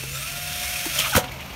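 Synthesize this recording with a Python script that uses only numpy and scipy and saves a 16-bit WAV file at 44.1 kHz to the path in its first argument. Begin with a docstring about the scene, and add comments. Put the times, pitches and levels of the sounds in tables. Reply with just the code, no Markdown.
"""Toy truck landing on a ramp.

A small electric toy truck flips above a concrete ramp, wheels spinning: the motor hums, the gears whirr.
It touches down, skids with chirping tyres, bottoms out with a plastic clatter and rolls away.
Behind it: a low drone, probably a far engine, and light wind."""
import sys
import numpy as np
from scipy import signal
from scipy.fft import rfft, irfft
from scipy.io import wavfile
from scipy.ndimage import uniform_filter1d

SR = 44100
rng = np.random.default_rng(int(sys.argv[2]) if len(sys.argv) > 2 else 0)


def waveform_to_disk(signal):
    """Save audio, clipped to [-1, 1], as 16-bit WAV at the path in sys.argv[1]."""
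    frames = np.transpose(np.atleast_2d(signal))
    scaled = np.clip(frames, -1, 1) * 32767
    samples = np.round(scaled).astype(np.int16)
    wavfile.write(sys.argv[1], SR, samples)


N = 68355
T = np.arange(N) / SR


def drivetrain():
    """Motor shaft driving the gears; its speed stutters on the ground."""
    # motor speed: t/s, f/Hz
    speed = [(0, 420), (.1, 475), (.15, 520), (.2, 595), (.25, 662), (.3, 690), (.4, 708), (.5, 714),
             (.83, 716), (.9, 690), (1.02, 672), (1.1, 640), (1.55, 590)]
    speed_hz = curve(speed)
    touch_s, free_jitter, loaded_jitter = .9, 0.0028, 0.0368
    jitter = np.interp(T, [touch_s, touch_s + 0.062], [free_jitter, loaded_jitter])
    shaft_rad = phase(speed_hz * (1 + jitter * walk(86)))
    return shaft_hum(shaft_rad) + gear_whirr(shaft_rad) + mesh_whine(speed_hz)


def shaft_hum(shaft_rad):
    """Tone at the rotation rate, plus a flickering octave."""
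    # hum: t/s, fundamental/dB, octave/dB
    levels = [(0, -53.5, -72), (.12, -51, -73), (.185, -44.5, -62), (.235, -56, -41.5), (.31, -48, -49.5),
              (.52, -42.5, -44), (.64, -40.5, -50.5), (.83, -41.5, -68), (.92, -50.5, -45),
              (1.02, -43.5, -37), (1.1, -46, -48), (1.25, -58, -72), (1.55, -54.5, -75)]
    fundamental = undb(curve(levels)) * np.sin(shaft_rad)
    octave = undb(curve(levels, column=2) + 2 * walk(37)) * np.sin(2 * shaft_rad)
    return np.sqrt(2) * (fundamental + octave)


def gear_whirr(shaft_rad):
    """Loose teeth rattle, pulsing once a turn; the rattle briefly catches housing resonances."""
    # whirr envelope: t/s, level/dB
    levels = [(0, -34), (.08, -36), (.15, -33.5), (.27, -30.5), (.37, -32.5), (.5, -31), (.65, -28.5),
              (.77, -28.5), (.83, -29), (.92, -29), (.97, -25), (1.07, -27.5), (1.12, -28.5),
              (1.195, -28.5), (1.225, -51), (1.55, -48)]
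    # gearbox spectrum: f/Hz, level/dB
    spectrum = [(200, -6.5), (400, -25), (580, -3), (830, -13), (1100, -9.5), (1600, -4.5), (2000, -2.5),
                (2500, 0), (3400, -6.5), (4200, -5.5), (5600, -3.5), (7000, -7.5), (9500, -5),
                (12500, -7.5), (15800, -11.5)]
    # housing resonances: f/Hz, width/Hz, level/dB
    resonances = [(1417, 110, -12), (2194, 100, -8), (2486, 113, -4), (2653, 130, -3), (3254, 156, -2),
                  (3592, 88, -3.5), (5480, 660, -6), (6300, 150, -9), (9900, 500, -9.5)]
    # caught resonances: t/s, length/s, f/Hz, level/dB
    buzzes = [(-.04, 0.25, 2624, -46.5), (.13, 0.056, 1353, -39), (0.216, 0.11, 2580, -46),
              (0.615, 0.13, 2186, -38.5), (.755, 0.016, 2505, -34), (0.957, 0.058, 608, -33.5)]
    scatter_db, turn_depth, flutter_db = 2.4, 0.32, 0.59
    housing_db, drift_db, buzz_width_hz = -7, 2.0, 61
    strike = undb(scatter_db * walk(3750)) * (1 + turn_depth * np.cos(shaft_rad))
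    teeth = noise() * strike
    housing = sum(undb(db + drift_db * walk(3.3)) * band(teeth, hz, width_hz, skirt=3)
                  for hz, width_hz, db in resonances)
    whirr = colour(noise() * strike, spectrum) + undb(housing_db) * unit(housing)
    whirr *= undb(curve(levels) + flutter_db * walk(34))
    for start_s, length_s, hz, db in buzzes:
        whirr += undb(db) * swell(start_s, length_s) * band(teeth, hz, buzz_width_hz)
    return whirr


def mesh_whine(speed_hz):
    """Meshing teeth whine while the wheels speed up."""
    teeth, full_load_hz_per_s, full_load_db, flicker_db = 14, 1100, -41.5, 2.0
    accel_hz_per_s = uniform_filter1d(np.gradient(speed_hz) * SR, size=2000)
    load = np.clip(accel_hz_per_s / full_load_hz_per_s, 0, 1)
    mesh_rad = phase(teeth * speed_hz * (1 + .012 * walk(360)))
    return load ** 2 * undb(full_load_db + flicker_db * walk(60)) * tone(mesh_rad, octave_db=-9)


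def blows():
    """Each blow cracks, rattles loose parts and rings shell and chassis."""
    # impacts: t/s, crack/dB, crack low edge/Hz, shell/dB, chassis/dB
    impacts = [(0.033, -34.5, 247, -41, -34.5), (0.855, -16, 1593, -38, -54), (0.99, -8.5, 2450, -35, -47),
               (0.997, -12, 2520, -33, -50), (1.009, -25, 2480, -33, -41), (1.1484, -16.5, 980, -17.5, -51),
               (1.152, -11, 1210, -6, -24.5), (1.154, -17, 1210, -8, -17.5), (1.1627, -1.5, 3180, -32, -29),
               (1.1665, -11.5, 400, -8.5, -23.5), (1.171, -6, 1180, -31, -15.5),
               (1.179, -19, 300, -20.5, -22), (1.189, -16, 300, -37, -24), (1.241, -30.5, 1200, -19.5, -34),
               (1.316, -30, 3500, -44, -62), (1.406, -31.5, 1990, -33, -50)]
    # plastic shell modes: f/Hz, level/dB, t60/s
    shell = [(736, -4, 0.25), (968, -1, 0.17), (1240, -22, .1), (1419, -1.5, 0.13), (1460, 0, .1),
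             (1663, -8, 0.046), (2033, -0.5, 0.027), (2500, -6.5, 0.11), (2710, -1.5, 0.046),
             (3124, -1.5, 0.06), (4160, -3.5, 0.02)]
    # chassis modes: f/Hz, level/dB, t60/s
    chassis = [(164, -12, .1), (203, 5, 0.15), (254, 7, 0.062), (485, -14, 0.1), (624, -4, 0.13),
               (820, -4, .08)]
    # crack spectrum: f/Hz, level/dB
    spectrum = [(180, -27), (300, 6.5), (882, 7.5), (1190, 1), (1990, -1), (4950, -10.5), (6040, -6),
                (7870, -7.5), (13200, -10), (15800, -12.5)]
    contact_s, rattle_db = 0.0014, -11.5
    out = np.zeros(N)
    for start_s, crack_db, low_hz, shell_db, chassis_db in impacts:
        body = undb(shell_db) * modes(shell, contact_s) + undb(chassis_db) * modes(chassis, contact_s)
        stretch = undb(-0.31 * crack_db)  # weaker blow, longer contact
        snap = ring(start_s, t60_s=0.011 * stretch, rise_s=0.00018 * stretch ** 2)
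        rattle = undb(rattle_db) * ring(start_s, t60_s=0.12, rise_s=contact_s)
        crack = signal.lfilter(*signal.butter(2, low_hz, "high", fs=SR), colour(noise(), spectrum))
        out += undb(crack_db) * crack * (snap + rattle)
        out += np.interp(T - start_s, T, body, left=0)
    return out


def modes(table, contact_s):
    """A struck part: damped fast during contact, then ringing on weakly."""
    pressed_t60_s, free_share = 0.021, 0.32
    free = np.zeros(N)
    for hz, db, t60_s in table:
        partial = np.sin(2 * np.pi * hz * T + rng.uniform(0, 2 * np.pi))
        free += undb(db) * partial * ring(0, t60_s, contact_s / 10)
    damping = free_share + np.exp(-np.log(1000) * T / pressed_t60_s)
    return free * damping / np.sqrt(len(table))


def thumps():
    """Tyres and suspension thump as damped sines."""
    # thumps: t/s, f/Hz, level/dB, t60/s
    hits = [(.036, 380, -16, 0.015), (0.862, 320, -15, 0.039), (1.156, 85, -10, .1),
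            (1.167, 152, -15.5, 0.072), (1.177, 527, -0.5, 0.032)]
    return sum(undb(db) * np.sin(2 * np.pi * hz * (T - start_s)) * ring(start_s, t60_s, rise_s=0.0034)
               for start_s, hz, db, t60_s in hits)


def rolling():
    """Tyres roll over rough concrete."""
    # rolling spectrum: f/Hz, level/dB
    spectrum = [(150, 7), (220, 1), (400, -6), (600, -0.5), (1000, -0.5), (1500, -5.5), (2400, -2.5),
                (3500, -9), (5000, -13), (6500, -14.5), (7500, -20), (10500, -25), (13500, -16),
                (15500, -22)]
    start_s, start_db, rise_db_per_s, bump_db = 1.19, -39.5, 1, 1.5
    age_s = T - start_s
    roll = colour(noise(), spectrum) * np.clip(age_s / 0.011, 0, 1)
    return roll * undb(start_db + rise_db_per_s * age_s + bump_db * walk(60))


def skid_and_rattles():
    """Tyre scuffs and chirps, then light plastic rattles as the truck rolls away."""
    # scuffs, then rattles: t/s, length/s, centre/Hz, level/dB
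    bursts = [(0.996, 0.017, 3120, -19), (1.002, 0.036, 3080, -27), (1.031, 0.043, 2580, -27),
              (1.032, 0.063, 1140, -31), (1.233, 0.033, 2940, -39), (1.274, 0.022, 3100, -38),
              (1.383, 0.06, 2530, -39.5), (1.495, 0.031, 2660, -42)]
    # chirps: t/s, length/s, start/Hz, end/Hz, level/dB
    chirps = [(0.984, .01, 3350, 3080, -18.5), (1.119, 0.02146, 936, 740, -31),
              (1.128, .023, 1676, 1117, -23), (1.309, 0.026, 1850, 2650, -37)]
    out = np.zeros(N)
    for start_s, length_s, hz, db in bursts:
        out += undb(db) * swell(start_s, length_s) * band(noise(), hz, width_hz=0.42 * hz)
    for start_s, length_s, from_hz, to_hz, db in chirps:
        glide_hz = np.interp(T, [start_s, start_s + length_s], [from_hz, to_hz])
        slip_rad = phase(glide_hz * (1 + .04 * walk(520)))
        out += undb(db) * swell(start_s, length_s) * tone(slip_rad, octave_db=-10)
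    return out


def body_filter(x):
    """The body shell swallows four bands and slightly lifts one."""
    # shell response: f/Hz, width/Hz, gain/dB
    bands = [(1902, 175, -2), (2880, 94, 1), (4926, 170, -5), (7890, 570, -3), (10360, 720, -3.5)]
    f_hz = np.fft.rfftfreq(N, 1 / SR)
    gain_db = sum(db * np.exp(-((f_hz - hz) / width_hz) ** 2) for hz, width_hz, db in bands)
    return irfft(rfft(x) * undb(gain_db), N)


def wall_echo(x):
    """Short, dull, diffuse reflections."""
    impulse = noise() * ring(0.0041, t60_s=.2, rise_s=0.009)
    impulse = signal.lfilter(*signal.butter(1, 4000, fs=SR), impulse)
    return signal.fftconvolve(x, impulse / np.sqrt(np.sum(impulse ** 2)))[:N]


def far_drone():
    """A low tone wavering in pitch and level."""
    # drone: t/s, f/Hz, level/dB
    track = [(0, 134.4, -40), (.15, 136.2, -38), (.3, 140.8, -44), (.5, 148.2, -42.5), (.62, 147.4, -63.5),
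             (.88, 148.8, -49), (.97, 139.6, -41.5), (1.15, 132.1, -42.5), (1.4, 131.9, -44),
             (1.55, 129.6, -48)]
    drone_rad = phase(curve(track) * (1 + 0.0098 * walk(17.6)))
    return np.sqrt(2) * np.sin(drone_rad) * undb(curve(track, column=2) + 1.1 * walk(27))


def wind():
    """Soft gusts and the rumble of a far town."""
    # air spectrum: f/Hz, level/dB
    spectrum = [(28, -21), (40, -5), (55, 2.5), (75, 5), (105, -4.5), (180, -8), (300, -15), (600, -26),
                (2000, -74.5)]
    level_db, gust_db = -42.5, 1
    return colour(noise(), spectrum) * undb(level_db + gust_db * walk(5.9))


def undb(db):
    return 10 ** (np.asarray(db) / 20)


def unit(x):
    """Scale to rms 1."""
    return x / np.sqrt(np.mean(x ** 2))


def curve(table, column=1):
    """One column, linearly interpolated in time."""
    rows = np.array(table)
    return np.interp(T, rows[:, 0], rows[:, column])


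def noise():
    return rng.standard_normal(N)


def walk(rate_hz):
    """Smooth random drift, rms 1."""
    return unit(irfft(rfft(noise()) / (1 + (np.fft.rfftfreq(N, 1 / SR) / rate_hz) ** 4), N))


def colour(x, spectrum):
    """Filter by (f/Hz, level/dB) points, to rms 1."""
    hz, db = np.array(spectrum).T
    f_hz = np.fft.rfftfreq(N, 1 / SR) + 1
    gain = undb(np.interp(np.log(f_hz), np.log(hz), db)) * np.minimum(f_hz / hz[0], 1) ** 2
    return unit(irfft(rfft(x) * gain, N))


def band(x, hz, width_hz, skirt=2):
    """Two resonators in series, the second skirt times as wide; rms 1."""
    for stage_hz in (width_hz, skirt * width_hz):
        x = unit(signal.lfilter(*signal.iirpeak(hz, hz / stage_hz, SR), x))
    return x


def ring(start_s, t60_s, rise_s):
    """Quick rise, exponential decay."""
    age_s = np.maximum(T - start_s, 0)
    return (1 - np.exp(-age_s / rise_s)) * np.exp(-np.log(1000) * age_s / t60_s)


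def swell(start_s, length_s):
    """Half-sine envelope."""
    return np.sin(np.pi * np.clip((T - start_s) / length_s, 0, 1))


def phase(hz):
    return 2 * np.pi * np.cumsum(hz) / SR


def tone(rad, octave_db):
    """Sine of rms 1, plus its octave."""
    return np.sqrt(2) * (np.sin(rad) + undb(octave_db) * np.sin(2 * rad))


def scene():
    """Truck, echo and background, mono."""
    truck = body_filter(drivetrain() + blows() + thumps() + rolling() + skid_and_rattles())
    return (truck + undb(-19) * wall_echo(truck) + far_drone() + wind())[None]


def record(dry):
    """Low cut, soft clip, high cut."""
    low_hz, ceiling, top_hz = 32, .85, 15600
    dry = signal.sosfilt(signal.butter(3, low_hz, "high", fs=SR, output="sos"), dry)
    rounded = ceiling * np.tanh(dry / ceiling)
    return signal.sosfilt(signal.ellip(10, .1, 80, top_hz, fs=SR, output="sos"), rounded)


dry = scene()
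out = record(dry)
waveform_to_disk(out)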